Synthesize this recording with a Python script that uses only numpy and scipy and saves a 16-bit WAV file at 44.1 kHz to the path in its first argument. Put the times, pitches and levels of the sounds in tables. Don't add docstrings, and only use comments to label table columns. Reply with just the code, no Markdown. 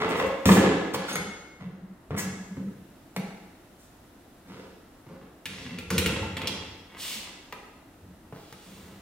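import sys
import numpy as np
from scipy import signal
from scipy.fft import rfft, irfft, next_fast_len
from scipy.io import wavfile
from scipy.ndimage import map_coordinates

SR = 44100
rng = np.random.default_rng(int(sys.argv[2]) if len(sys.argv) > 2 else 0)


def dump_mix(stems):
    frames = np.atleast_2d(stems).T
    limited = np.clip(frames, -1, 1)
    pcm = np.round(limited * 32767).astype(np.int16)
    wavfile.write(sys.argv[1], SR, pcm)


N = 397341
TIME_S = np.arange(N) / SR

# frequency in Hz, relative level per Hz in dB.
FLOOR_SPECTRUM_DB = [(15, -32), (25, -5), (55, 0), (173, -3.5), (289, 1.5), (421, -10), (631, -6.5),
                     (741, -11), (997, -11.5), (2230, -18.5), (2920, -36), (3170, -22.5), (3930, -26.5),
                     (15500, -29.5)]
FLOOR_RMS_DB = -53.5
# time in seconds, relative level in dB.
HISS_SWAY_DB = [(0, 6), (1.8, -4), (2.3, 1.5), (2.85, 2.5), (4.5, 2), (5.3, 0.5), (9, 1.5)]
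HISS_FROM_HZ = 2000
# frequency in Hz, correlation from 0 to 1.
LIKENESS = [(40, .97), (125, .99), (250, .97), (500, .8), (1000, .55), (2000, .35), (5000, 0), (15000, 0)]
# start, rise, hold and fall in seconds,
# then rumble, hollow, rasp and steel basket levels in dB.
DRAGS = [(0, 0.0018, 0.087, 0.14, -42.5, -34, -35.5, -40.5),
         (.09, 0.026, 0.13, 0.16, -44, -39.5, -36.5, -39.5),
         (.46, 0.014, 0.16, 0.36, -31.5, -26.5, -33, -32), (.92, 0.078, .03, 0.21, -50, -51, -47, -45),
         (1.07, .05, 0.038, 0.14, -47, -45.5, -41.5, -66),
         (1.595, 0.012, 0.016, 0.24, -41.5, -53, -57.5, -61),
         (2.1, 0.021, 0.016, .4, -34.5, -43.5, -43, -64), (2.165, 0.0068, 0.024, 0.072, -56, -68, -70, -36),
         (2.5, 0.063, 0.086, 0.32, -47, -58, -70, -78), (4.43, 0.071, 0.1, 0.18, -53.5, -51, -53.5, -60.5),
         (5.05, 0.057, 0.022, 0.19, -48.5, -51.5, -55.5, -75),
         (5.2, 0.016, 0.018, 0.084, -58, -62, -60, -63), (5.47, 0.01, 0.33, 0.11, -49, -56, -59, -51),
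         (5.905, 0.008, .06, 0.19, -36, -35.5, -48, -47), (6.0, 0.045, 0.091, 0.34, -39, -41, -45, -40),
         (6.35, 0.031, 0.084, 0.39, -47.5, -45.5, -47.5, -45.5),
         (6.84, 0.11, 0.34, .15, -63, -62, -56, -55), (7.98, 0.045, 0.09, .3, -58, -71, -86, -89),
         (8.32, 0.0088, 0.013, 0.2, -60, -68, -53, -69), (8.6, 0.082, 0.3, .2, -57, -63, -62, -66)]
# start, rise, hold and fall in seconds, hiss and top in dB.
SLIDES = [(0, .005, 0.091, .1, -73, -67), (.08, 0.011, .01, 0.097, -51, -46),
          (.15, 0.02, 0.037, 0.087, -66, -48), (.255, 0.0083, 0.0086, 0.05, -59, -51.5),
          (.458, 0.0057, 0.084, 0.15, -44, -32.5), (.93, 0.013, 0.0067, 0.019, -33, -34.5),
          (1.05, 0.048, 0.018, 0.053, -38, -44), (2.16, 0.026, 0.012, 0.091, -46, -34),
          (3.76, 0.036, 0.055, .15, -72, -62.5), (4.45, 0.04, 0.11, .4, -62, -72),
          (5.07, .02, 0.053, .2, -70, -79), (5.47, .02, 0.17, .25, -51.5, -62),
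          (5.905, 0.0035, 0.042, 0.15, -41.5, -58), (6.95, 0.064, .13, .2, -38, -40.5),
          (8.33, .02, .15, .2, -60.5, -63.5), (8.45, 0.18, .12, 0.95, -58, -59)]
# start, rise, hold and fall in seconds, boom level in dB.
WEIGHT = [(.2, 0.083, .01, 0.17, -45), (.46, 0.012, 0.018, .25, -29), (.6, 0.026, .01, .2, -40),
          (1.12, 0.068, .02, 0.21, -44.5), (5.5, .05, .1, .3, -52.5), (5.84, 0.064, .05, 0.26, -43.5),
          (5.95, 0.18, .12, 0.28, -33.5), (6.38, 0.071, 0.23, 0.41, -48), (2.08, 0.014, 0.043, 0.18, -46),
          (4.46, 0.046, .1, 0.38, -62), (7.98, 0.062, 0.078, 0.34, -52), (8.7, 0.052, 0.071, 0.15, -55)]
FALL_DB = 30
# time in seconds, favoured pitch in Hz.
GRIP_HZ = [(0, 2200), (.43, 2300), (.46, 1700), (1.04, 1700), (1.16, 3200), (1.6, 2000), (2.16, 1750),
           (2.25, 2050), (5.4, 2300), (5.95, 2700), (6.3, 2700), (6.5, 3300), (6.9, 2300), (9, 2300)]
GRIP_FALLOFF_DB_PER_OCTAVE = 20
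# time in seconds, pitch in Hz, level in dB.
SQUEAL = [(0, 420, -34), (.08, 445, -33), (.17, 460, -33), (.21, 505, -32), (.26, 545, -30), (.3, 545, -33),
          (.4, 535, -50), (.5, 535, -90)]
# time in seconds, crack, thud, wood ring and clack levels in dB,
# clack centre in Hz.
KNOCKS = [(0.0467, -66, -35.5, -35, -31, 970), (0.4559, -18.5, -18.5, -20, -17.5, 1470),
          (0.4905, -50, -19.5, -43, -13, 656), (0.5175, -40, -27, -26, -21, 1560),
          (0.5697, -37, -38, -15.5, -20, 654), (0.6291, -51, -39, -43, -27, 1606),
          (0.9433, -44, -43, -31, -25.5, 830), (0.9588, -38, -39, -43, -33, 740),
          (1.156, -23, -39, -37, -27, 1140), (1.1694, -47, -36, -50, -50, 1430),
          (1.6173, -78, -46.5, -53, -62, 1500), (2.107, -67, -32, -33, -37, 790),
          (2.569, -72, -35, -45, -43.5, 760), (3.1635, -32, -33, -32.5, -29.5, 1070),
          (5.0659, -69, -46, -75, -52, 810), (7.525, -37, -52, -51, -32, 1040),
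          (8.325, -56, -40, -39.5, -45, 620), (8.526, -40, -54, -57, -44, 999)]
KNOCK_CRACK_S, KNOCK_CLACK_S = 0.0021, 0.0073
# time in seconds, level in dB, pitch in Hz.
LOW_NOTES = [(0.494, -12, 182.4), (0.571, -11.5, 191), (0.658, -27, 190), (0.73, -27, 202),
             (0.981, -34.5, 182), (1.19, -31.5, 178), (1.271, -35, 198), (1.652, -40, 184),
             (1.728, -42, 191), (1.825, -34.5, 185), (1.895, -39, 194), (2.139, -29.5, 177),
             (2.203, -37, 197), (2.252, -29, 187.4), (2.288, -34, 183), (2.4, -36, 194),
             (2.509, -31.5, 191), (2.593, -28, 189), (2.667, -28, 196), (2.739, -46, 192),
             (2.831, -45, 190), (3.182, -36, 151), (3.221, -36, 201), (3.277, -37, 173), (3.331, -49, 197),
             (5.651, -38, 248), (5.708, -36.5, 246), (5.774, -37, 247), (7.107, -48, 245),
             (7.158, -43, 216), (8.324, -41, 177)]
LOW_NOTE_S, LOW_NOTE_LEAD_S = 0.06, 0.01203
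# time in seconds, crack and ring levels in dB, favoured pitch in Hz.
CLINKS = [(1.085, -44, -30, 1420), (1.09, -46, -41, 3450), (1.128, -40, -36, 8000), (1.157, -34, -31, 2160),
          (2.165, -46, -36, 1800), (2.18, -36, -36, 2160), (2.183, -40, -44, 7000)]
# time in seconds, ring level in dB.
SET_DOWN = [(3.1632, -39)]
# time in seconds,
# crack, thud, ring and clack levels in dB, clack centre in Hz.
CLANKS = [(5.4561, -33, -43, -37.5, -30.5, 2550), (5.7858, -41, -45, -44, -37.5, 2700),
          (5.904, -27.5, -39, -32.5, -27.5, 1540), (5.9806, -18, -30.5, -35, -20.5, 2510),
          (5.9943, -49, -38.5, -41, -31, 2390), (6.0602, -26, -32.5, -28, -25, 2590),
          (6.2287, -50, -46, -32.5, -54, 930), (6.3683, -38, -43, -41, -30, 2360),
          (6.4161, -44, -47, -36, -38, 2740), (6.4724, -31, -52, -38, -25, 3460)]
CLANK_CRACK_S, CLANK_CLACK_S = 0.0072, 0.0094
# time in seconds, level in dB.
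CREAKS = [(6.235, -43), (6.378, -45), (6.481, -45), (6.55, -49)]
CREAK_HZ = 880
# frequency in Hz, relative level in dB, 60 dB decay in seconds.
COUNTER_MODES = [(91.7, -8, 0.14), (136.4, -4.5, 0.16), (173.3, -3, 0.19), (195.8, -0.5, 0.13),
                 (260, -1.5, 0.053), (317, -5, 0.11), (349, -0.5, 0.041), (454, 3, 0.031),
                 (549, -3.5, 0.057), (660, -4, 0.015), (842, -11, 0.05), (954, -26, 0.02),
                 (1490, -17, 0.024)]
BASKET_MODES = [(1700, 1, .06), (2020, 0, .04), (2190, -4, .04), (2680, -3, .03), (3280, -6, .04)]
TAMPER_MODES = [(1421, 1, .05), (2159, -2, .3), (3025, -4, .12), (3500, 0, .15), (6525, 5, .3),
                (8720, -6, .15), (10880, 4, .15)]
STAND_MODES = [(5965, -8, .1), (9076, -6, .1), (13500, 0, .08)]
MACHINE_MODES = [(86, -3, .25), (250, -3, .1), (307, 0, .1), (479, 1, .09), (880, 0, .1), (1380, 2, .13),
                 (1674, -5, .04), (2132, -3, .04), (2500, 0, .04), (2800, 0, .04), (3300, -2, .04),
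                 (3550, -1, .05), (3850, -3, .04)]
# time in seconds, lag in samples.
LEFT_LAG_SAMPLES = [(0, 5), (4.9, 4.5), (5.4, -1.5), (7.3, -1), (8, -4.5), (9, 0.5)]
# frequency in Hz, 60 dB decay in seconds.
ROOM_T60_S = [(60, 0.38), (250, 0.98), (1000, 0.97), (3000, 1.007), (7000, 0.87), (15000, 0.11)]
# frequency in Hz, relative level in dB.
ROOM_COLOUR_DB = [(60, -10.5), (250, 3), (1000, 1.7), (4000, 0.5), (15000, 0)]
ROOM_DB, ROOM_RISE_S, EARLY_DB = -3, 0.0098, -13.5
CUTOFF_HZ = 16200


def from_db(db):
    return 10 ** (np.asarray(db) / 20)


def rms_one(x):
    return x / np.sqrt(np.mean(x ** 2) + 1e-20)


def at_hz(points, hz):
    points_hz, values = np.transpose(points)
    return np.interp(np.log(hz), np.log(points_hz), values)


def band(x, low_hz, high_hz):
    edges_hz = [low_hz, min(high_hz, .45 * SR)]
    return signal.sosfilt(signal.butter(2, edges_hz, "band", fs=SR, output="sos"), x)


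def strokes(table):
    gains = 0
    for start_s, rise_s, hold_s, fall_s, *levels_db in table:
        t = TIME_S - start_s
        swell = np.clip(t / max(rise_s, .001), 0, 1) ** 2
        falls = np.clip((t - rise_s - hold_s) / max(fall_s, .01), 0, 5)
        gains = gains + np.outer(from_db(levels_db), swell * from_db(-FALL_DB * falls))
    return gains


def ring(force, hz, t60_s):
    r, w = from_db(-60 / (t60_s * SR)), 2 * np.pi * hz / SR
    return signal.lfilter([0, np.sin(w)], [1, -2 * r * np.cos(w), r * r], force + 1e-18)


def strike(times_s, low_db, high_db, modes, split_hz=450, spread_db=4.5, favoured_hz=None, falloff_db=0):
    at, out = np.round(times_s * SR).astype(int), np.zeros(N)
    chance_db = rng.normal(0, spread_db, (len(at), len(modes)))
    for k, (hz, db, t60_s) in enumerate(modes):
        octaves = 0 if favoured_hz is None else np.abs(np.log2(hz / favoured_hz))
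        blow_db = low_db if hz < split_hz else high_db - falloff_db * octaves
        clicks = np.zeros(N)
        clicks[at] = from_db(blow_db + db + chance_db[:, k]) * (-1) ** k
        out += ring(clicks, hz, t60_s)
    return out


def cracks(times_s, levels_db, decay_s, low_hz):
    shape = np.zeros(N)
    for s, db in zip(times_s, levels_db):
        i = round(s * SR)
        shape[i:i + 4000] += from_db(db) * np.exp(-TIME_S[:4000] / decay_s)
    return shape * rms_one(band(rng.standard_normal(N), low_hz, SR / 2))


def clacks(times_s, levels_db, decay_s, centres_hz, width):
    out, noise = np.zeros(N), rng.standard_normal((len(times_s), 4000))
    noise[:, 0] = 5
    for s, db, hz, burst in zip(times_s, levels_db, centres_hz, noise):
        i = round(s * SR)
        coloured = rms_one(band(burst, hz / width, hz * width))
        out[i:i + 4000] += from_db(db) * coloured * np.exp(-TIME_S[:4000] / decay_s)
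    return out


def grit(per_s, spread_db):
    caught = rng.random(N) < per_s / SR
    strength = from_db(spread_db * np.minimum(rng.exponential(1, N), 4))
    return caught * strength * rng.choice([-1, 1], N)


def body(force, modes, low_hz, high_hz):
    out = np.zeros(N)
    for k, (hz, db, t60_s) in enumerate(modes):
        if low_hz < hz < high_hz:
            out += from_db(db) * ring(force, hz, t60_s) * (-1) ** k
    return rms_one(out)


def stereo_bands(length, gain):
    out, edges_hz = 0, 22 * 2 ** np.arange(0, 10, .5)
    white = rng.standard_normal((2, 2, length))
    for k, (low_hz, high_hz) in enumerate(zip(edges_hz, edges_hz[1:])):
        centre_hz = np.sqrt(low_hz * high_hz)
        mid, side = band(white[k % 2], low_hz, high_hz)
        alike = np.clip(at_hz(LIKENESS, centre_hz), -1, 1)
        pair = np.sqrt(1 + alike) * mid + np.sqrt(1 - alike) * side * [[1], [-1]]
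        out = out + gain(centre_hz) * pair
    return out


def background():
    sway_db = np.interp(TIME_S, *np.transpose(HISS_SWAY_DB))

    def gain(hz):
        return from_db(at_hz(FLOOR_SPECTRUM_DB, hz) + sway_db * (hz > HISS_FROM_HZ))

    return from_db(FLOOR_RMS_DB) * rms_one(stereo_bands(N, gain))


def gripped_basket(force):
    favoured_hz = np.interp(TIME_S, *np.transpose(GRIP_HZ))
    rings, power = 0, 0
    for hz, db, t60_s in BASKET_MODES:
        octaves = np.abs(np.log2(hz / favoured_hz))
        weight = from_db(db - GRIP_FALLOFF_DB_PER_OCTAVE * octaves)
        rings = rings + weight * rms_one(ring(force, hz, t60_s))
        power = power + weight ** 2
    return rings / np.sqrt(power)


def drags():
    catches, chatter = grit(per_s=1100, spread_db=3.5), grit(per_s=500, spread_db=4.0)
    rumble = body(catches, COUNTER_MODES, 0, 225)
    hollow = body(catches, COUNTER_MODES, 225, 650)
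    rasp = rms_one(body(chatter, COUNTER_MODES, 650, 2000) + 8.7 * rms_one(band(chatter, 617, 1560)))
    basket = rms_one(gripped_basket(chatter) + .6 * rms_one(band(chatter, 1400, 3000)))
    return np.sum(strokes(DRAGS) * [rumble, hollow, rasp, basket], axis=0)


def squeal():
    s, hz, db = np.transpose(SQUEAL)
    phase = 2 * np.pi * np.cumsum(np.interp(TIME_S, s, hz)) / SR
    grip = 1 + 0.51 * rms_one(band(rng.standard_normal(N), 24, 63))
    tone = np.sin(phase) + from_db(-9) * np.sin(2 * phase) + from_db(-24) * np.sin(4 * phase)
    return tone * grip * from_db(np.interp(TIME_S, s, db))


def slides():
    catches = grit(per_s=15000, spread_db=1.0)
    hiss = rms_one(band(catches, 2510, 6200))
    top = rms_one(band(catches, 5080, 10000)) + 1.05 * rms_one(band(catches, 11300, SR / 2))
    return np.sum(strokes(SLIDES) * [hiss, top], axis=0)


def knocks():
    s, crack_db, thud_db, ring_db, clack_db, centre_hz = np.transpose(KNOCKS)
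    out = strike(s, thud_db, ring_db, COUNTER_MODES, split_hz=400)
    out += cracks(s, crack_db, KNOCK_CRACK_S, low_hz=2920)
    out += clacks(s, clack_db, KNOCK_CLACK_S, centre_hz, width=2.24)
    return out


def floorboards():
    boom = band(band(rng.standard_normal(N), 65, 115), 65, 115)
    return rms_one(boom) * strokes(WEIGHT)[0]


def low_notes():
    out, t = np.zeros(N), TIME_S[:round(LOW_NOTE_S * SR)]
    swell = np.sin(np.pi * t / LOW_NOTE_S) ** 2
    for s, db, hz in LOW_NOTES:
        i = round((s - LOW_NOTE_LEAD_S) * SR)
        out[i:i + len(t)] += from_db(db) * swell * np.sin(2 * np.pi * hz * t)
    return out


def tamper():
    s, crack_db, ring_db, favoured_hz = np.transpose(CLINKS)
    out = strike(s, ring_db, ring_db, TAMPER_MODES, spread_db=1, favoured_hz=favoured_hz, falloff_db=18)
    return out + cracks(s, crack_db, 0.0075, low_hz=2550)


def stand():
    s, ring_db = np.transpose(SET_DOWN)
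    return strike(s, ring_db, ring_db, STAND_MODES, spread_db=0)


def machine():
    s, crack_db, thud_db, ring_db, clack_db, centre_hz = np.transpose(CLANKS)
    out = strike(s, thud_db, ring_db, MACHINE_MODES, split_hz=600, spread_db=3.0,
                 favoured_hz=centre_hz, falloff_db=11)
    out += cracks(s, crack_db, CLANK_CRACK_S, low_hz=4400)
    out += clacks(s, clack_db, CLANK_CLACK_S, centre_hz, width=1.5)
    return out


def creaks():
    s, db = np.transpose(CREAKS)
    return strike(s, db, db, MACHINE_MODES, split_hz=0, spread_db=2.5, favoured_hz=CREAK_HZ, falloff_db=32)


def kitchen(x):
    t = TIME_S[:round(1.5 * SR)]

    def gain(hz):
        return from_db(at_hz(ROOM_COLOUR_DB, hz) - 60 * t / at_hz(ROOM_T60_S, hz))

    tail = stereo_bands(len(t), gain) * (1 - np.exp(-t / ROOM_RISE_S))
    tail *= from_db(ROOM_DB) / np.sqrt(np.sum(tail ** 2) / 2)
    close = np.round(rng.uniform(.001, .016, 6) * SR).astype(int)
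    tail[0, close] += from_db(EARLY_DB)
    tail[1, close + rng.integers(-6, 7, 6)] += from_db(EARLY_DB)
    size = next_fast_len(N + len(t))
    return irfft(rfft(x, size) * rfft(tail, size), size)[:, :N]


def scene():
    near = drags() + squeal() + slides() + knocks() + tamper() + stand() + machine() + creaks()
    near = signal.sosfilt(signal.butter(3, 60, "high", fs=SR, output="sos"), near)
    lag = np.interp(TIME_S, *np.transpose(LEFT_LAG_SAMPLES))
    left = map_coordinates(near, [np.arange(N) - lag], order=3)
    direct = np.array([left, near])
    return direct + kitchen(near) + floorboards() + low_notes() + background()


def record(dry):
    return signal.sosfilt(signal.cheby2(20, 60, CUTOFF_HZ, fs=SR, output="sos"), dry)


dry = scene()
out = record(dry)
dump_mix(out)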